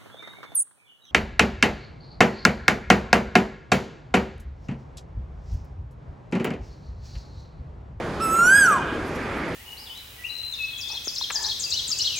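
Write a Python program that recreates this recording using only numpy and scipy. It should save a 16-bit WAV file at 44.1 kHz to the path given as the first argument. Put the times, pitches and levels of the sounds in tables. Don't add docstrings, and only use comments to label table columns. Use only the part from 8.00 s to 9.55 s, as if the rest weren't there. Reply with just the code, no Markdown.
import sys
import numpy as np
from scipy import signal
from scipy.io import wavfile
from scipy.ndimage import uniform_filter1d

SR = 44100
rng = np.random.default_rng(int(sys.argv[2]) if len(sys.argv) > 2 else 0)


def file_out(sig):
    cols = np.atleast_2d(sig).T
    lim = np.clip(cols, -1, 1)
    pcm = np.round(lim * 32767).astype(np.int16)
    wavfile.write(sys.argv[1], SR, pcm)


def nominal_scale(level):
    x = np.asarray(level, float) / 20
    return 10 ** x


N = 68355

# frequency in Hz, left minus right in dB.
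TRAFFIC_PAN = [(300, 0), (600, 0), (1600, -3), (4800, -3), (13000, -2)]


def rms_one(x):
    return x / np.sqrt(np.mean(x ** 2) + 1e-20)


def at_hz(points, hz):
    table_hz, values = np.transpose(points)
    return np.interp(np.log(hz), np.log(table_hz), values)


def glide(s, values, t):
    slope = np.gradient(values, s)
    i = np.clip(np.searchsorted(s, t) - 1, 0, len(s) - 2)
    gap = s[i + 1] - s[i]
    u = np.clip((t - s[i]) / gap, 0, 1)
    step = (values[i + 1] - values[i]) * u * u * (3 - 2 * u)
    bend = gap * u * (1 - u) * (slope[i] * (1 - u) - slope[i + 1] * u)
    return values[i] + step + bend


def drift(rate):
    r = np.exp(-80 * np.pi * rate / SR)
    slow = signal.lfilter([1], [1, -2 * r, r * r], rng.standard_normal(N // 40 + 2002))[2000:]
    return np.interp(np.arange(N) / 40, np.arange(len(slow)), rms_one(slow))


def fade(t, start, rise):
    return np.sin(np.pi / 2 * np.clip((t - start) / rise, 0, 1)) ** 2


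def spread(pan_db):
    return np.array([nominal_scale(pan_db / 2), nominal_scale(-pan_db / 2)])


def left_right(mid, side):
    return mid + side * [[1], [-1]]


def lowpass(x, order, hz):
    return signal.sosfilt(signal.butter(order, hz, fs=SR, output="sos"), x)


def bandpass(x, low_hz, high_hz):
    return signal.sosfilt(signal.butter(2, [low_hz, high_hz], "band", fs=SR, output="sos"), x)


def banded_noise(spectrum, patchy_db, alike_share):
    # frequency in Hz, left-right likeness from 0 to 1.
    likeness = [(40, 1), (180, 1), (540, 0.96), (1600, 0.87), (4800, .83), (13000, 0.74)]
    edges = 27 * 2 ** np.arange(0, 9.6, .5)
    white = rng.standard_normal((2, 2, N + 8000))
    out = 0
    for k, (low, high) in enumerate(zip(edges, edges[1:])):
        mid, side = bandpass(white[k % 2], low, high)[:, -N:]
        hz = np.sqrt(low * high)
        alike = np.clip(alike_share * at_hz(likeness, hz), 0, 1)
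        level = nominal_scale(at_hz(spectrum, hz) + patchy_db * drift(6.4))
        gain = level * spread(at_hz(TRAFFIC_PAN, hz))[:, None]
        out = out + gain * left_right(np.sqrt(1 + alike) * mid, np.sqrt(1 - alike) * side)
    return rms_one(out)


def bird(t):
    # time in seconds, pitch in Hz, whistle level in dB, overtones in dB, beak opening 0-1.
    call_path = [
        (0.215, 1348, -26, -3, 0.1),
        (0.278, 1308, -22.5, -2, 0.35),
        (.37, 1350, -20, -3.5, 0.74),
        (.45, 1429, -15, -3.5, 0.99),
        (.53, 1589, -11.5, -2, 0.87),
        (0.589, 1657, -11.5, 2, 0.86),
        (.64, 1541, -15, -1.5, 0.92),
        (.72, 1203, -18, -12, 0.71),
        (0.826, 819, -38.5, -30, 0),
    ]
    # centre in Hz, width in Hz, boost in dB.
    throat = [(3276, 600, 12), (3910, 2170, -26.5), (5804, 540, 26.5), (6420, 1360, 21), (8115, 1360, 26),
              (9660, 340, -7.5), (10735, 1380, 18), (12400, 530, 10), (13250, 270, 16), (14400, 820, 22)]
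    # rms in dB with the beak nearly shut, rms in dB wide open.
    overtones = [(-34.5, -32), (-34.5, -25.5), (-43.5, -62), (-90, -46), (-68, -58.5), (-57.5, -49.5),
                 (-55, -72), (-71, -55.5), (-65, -57), (-54, -57)]
    # frequency in Hz, left minus right in dB.
    bird_pan = [(1300, -2), (1650, -2.7), (3000, -3.5), (5500, -5.5), (8000, -1.6), (10500, -2), (13500, 9)]
    onset_s, attack_s, end_s, release_s = .192, 0.018, .83, 0.025
    scoop_hz, scoop_s, wobble_hz = 400, .0085, 1.4
    flutter_db, flutter_per_s, overtone_lag_s = 1.6, 15, 0.0068
    breath_db, breath_s = -32, 0.024
    husk_db, husk_rate, husk_db_per_fall = -20, 320, 2.2

    s, hz, level_db, overtones_db, opening = np.transpose(call_path)
    smooth_pitch = glide(s, hz, t)
    since_onset = np.clip(t - onset_s, 0, 1)
    pitch = smooth_pitch - scoop_hz * np.exp(-since_onset / scoop_s) + wobble_hz * drift(36)
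    phase = 2 * np.pi * np.cumsum(pitch) / SR
    opening = np.interp(t, s, opening)
    out = nominal_scale(glide(s, level_db, t)) * np.sin(phase) * spread(at_hz(bird_pan, pitch))

    fall = np.clip(-np.gradient(smooth_pitch) * SR / 1000, 0, 5)
    husk = nominal_scale(husk_db + husk_db_per_fall * fall)
    for k, (shut_db, open_db) in enumerate(overtones, 2):
        throat_db = 0
        for centre_hz, width_hz, boost_db in throat:
            throat_db = throat_db + boost_db / (1 + (2 * (k * pitch - centre_hz) / width_hz) ** 2)
        db = shut_db + opening * (open_db - shut_db) + throat_db + np.interp(t, s, overtones_db)
        db = db + flutter_db * drift(flutter_per_s)
        breath = nominal_scale(breath_db - 2.8 * k) * np.exp(-since_onset / breath_s) * drift(250)
        rise = fade(t, onset_s, attack_s + (k - 2) * overtone_lag_s)
        height = nominal_scale(db) * rise * (1 + husk * drift(husk_rate)) + breath
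        tone = np.sin(k * phase + rng.uniform(0, 2 * np.pi))
        out += height * tone * spread(at_hz(bird_pan, k * pitch))
    return np.sqrt(2) * out * fade(t, onset_s, attack_s) * (1 - fade(t, end_s - release_s, release_s))


def garden(call, t):
    # delay in seconds, left level in dB, right level in dB.
    echoes = [
        (.0074, -39, -34),
        (.0094, -16, -17),
        (.016, -39, -22),
        (.031, -35, -20),
        (.098, -45, -44),
    ]
    cut_hz, alike = 3400, 0.84
    mono = call.mean(axis=0)
    mid, side = rng.standard_normal((2, N))
    noise = left_right(np.sqrt(1 + alike) * mid, np.sqrt(1 - alike) * side) * fade(t, 0, 0.004)
    low = lowpass(noise, 4, cut_hz)
    answer = 0
    # noise, level in dB, seconds to fall by 60 dB.
    for part, db, t60 in (low, -8.5, 1), (noise - low, -7.5, .27):
        unit_energy = np.sqrt(np.log(1000) / (t60 * SR))
        answer = answer + part * nominal_scale(db - 60 * t / t60) * unit_energy
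    out = signal.fftconvolve(mono[None], answer, axes=1)[:, :N]
    near = lowpass(mono, 2, cut_hz)
    for s, left_db, right_db in echoes:
        out += np.array([[nominal_scale(left_db)], [nominal_scale(right_db)]]) * np.interp(t - s, t, near, left=0)
    return out


def rustles(t):
    # centre in seconds, length in seconds, level in dB, lowest Hz, highest Hz.
    puffs = [
        (0.723, .03, -31.5, 320, 900),
        (0.793, .02, -35, 547, 1010),
        (1.078, 0.014, -55.5, 8000, 12300),
        (1.159, .009, -52.5, 4780, 6400),
        (1.16, .008, -54.5, 8000, 13560),
        (1.296, 0.0069, -71, 9000, 13500),
        (1.378, .015, -61, 9000, 13800),
        (1.487, .006, -60, 9000, 12000),
    ]
    out = 0
    for s, length, db, low_hz, high_hz in puffs:
        mid, side = bandpass(rng.standard_normal((2, N)), low_hz, high_hz)
        swell = np.exp(-.5 * ((t - s) / length) ** 2)
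        out = out + nominal_scale(db) * swell * rms_one(left_right(mid, 0.16 * side))
    return out


def wind():
    low = lowpass(rng.standard_normal((2, N + 8000)), 3, 70)[:, -N:]
    gust_db = 5 * drift(8.8)
    return nominal_scale(-53 + gust_db) * rms_one(low)


def horn(t):
    # frequency in Hz, rms in dB, width in Hz.
    partials = [(2457, -42.5, 60), (3135, -49.5, 49), (3520, -55.5, 51), (2895, -48, 120)]
    start_s, length_s, edge_s, fade_db_per_s = 0.437, 0.47, 0.042, 3.5
    out = 0
    for hz, db, width_hz in partials:
        mid, side = bandpass(rng.standard_normal((2, N)), hz - width_hz / 2, hz + width_hz / 2)
        blurred = rms_one(left_right(mid, 0.28 * side))
        out = out + nominal_scale(db) * blurred * spread(at_hz(TRAFFIC_PAN, hz))[:, None]
    blast = fade(t, start_s, edge_s) * (1 - fade(t, start_s + length_s, 3 * edge_s))
    return out * nominal_scale(-fade_db_per_s * (t - start_s)) * blast


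def passing_vehicle(t):
    # frequency in Hz, dB per Hz.
    tyre_hiss = [(1000, -11), (1500, 6.5), (2000, 6.5), (2500, -12), (3000, -22), (3600, -40)]
    # time in seconds, level in dB.
    approach = [
        (.6, -53.5),
        (1.12, -44),
        (1.19, -37.5),
        (1.3, -36),
        (1.45, -35),
        (1.55, -39.5),
    ]
    spectrum = [(500, -33)] + tyre_hiss + [(5000, -37)]
    level = nominal_scale(np.interp(t, *np.transpose(approach)))
    return level * banded_noise(spectrum, patchy_db=.6, alike_share=0.96)


def traffic():
    # frequency in Hz, level in dB.
    hum = [(18, -45), (30, -13.5), (69, -5.5), (110, -8.5), (138, -5.5), (443, -4.5), (529, -9),
           (1290, -14), (13000, -51)]
    return nominal_scale(-29.5) * banded_noise(hum, patchy_db=1.32, alike_share=1)


def scene():
    t = np.arange(N) / SR
    call = bird(t)
    near = call + garden(call, t) + rustles(t) + wind()
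    return near + horn(t) + passing_vehicle(t) + traffic()


def drop_masked_bands(x):
    # frequency in Hz, mid in dB, side in dB.
    mask = [(2500, -62, -52), (3970, -65, -48.5), (8000, -53, -43.5), (12000, -56, -48), (15170, -48, -46)]
    top_hz, top_floor_db, jitter_db, bins = 12850, -70.5, 4.5, 11
    hz, _, z = signal.stft([x[0] + x[1], x[0] - x[1]], SR, nperseg=1024)
    edges = np.arange(0, len(hz), bins)
    band_db = 10 * np.log10(np.add.reduceat(abs(z / 2) ** 2, edges, axis=1) + 1e-16)
    centre = hz[edges] + 237
    mask_hz, mid_db, side_db = np.transpose(mask)
    under = np.array([np.interp(centre, mask_hz, db, left=-99) for db in (mid_db, side_db)])[:, :, None]
    judged_db = band_db + jitter_db * rng.standard_normal(band_db.shape)
    heard = judged_db > band_db[0].max(axis=0) + under
    not_faint_top = (band_db[0] > top_floor_db) | (centre < top_hz)[:, None]
    keep = np.repeat(heard & not_faint_top, bins, axis=1)[:, :len(hz)]
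    mid, side = signal.istft(z * keep, SR)[1][:, :N] / 2
    return left_right(mid, side)


def band_limit(x):
    return signal.sosfilt(signal.butter(12, 15030, fs=SR, output="sos"), x)


def record(dry):
    knee_db, gain_share, gain_s = -16.5, 0.27, 0.033
    power = uniform_filter1d(np.mean(dry ** 2, axis=0), int(gain_s * SR))
    level_db = 10 * np.log10(power + 1e-12)
    eased = dry * nominal_scale(-gain_share * np.maximum(level_db - knee_db, 0))
    top_cut = signal.cheby2(12, 70, 15100, fs=SR, output="sos")
    mix = signal.sosfilt(top_cut, drop_masked_bands(eased))
    return band_limit(mix)


dry = scene()
out = record(dry)
file_out(out)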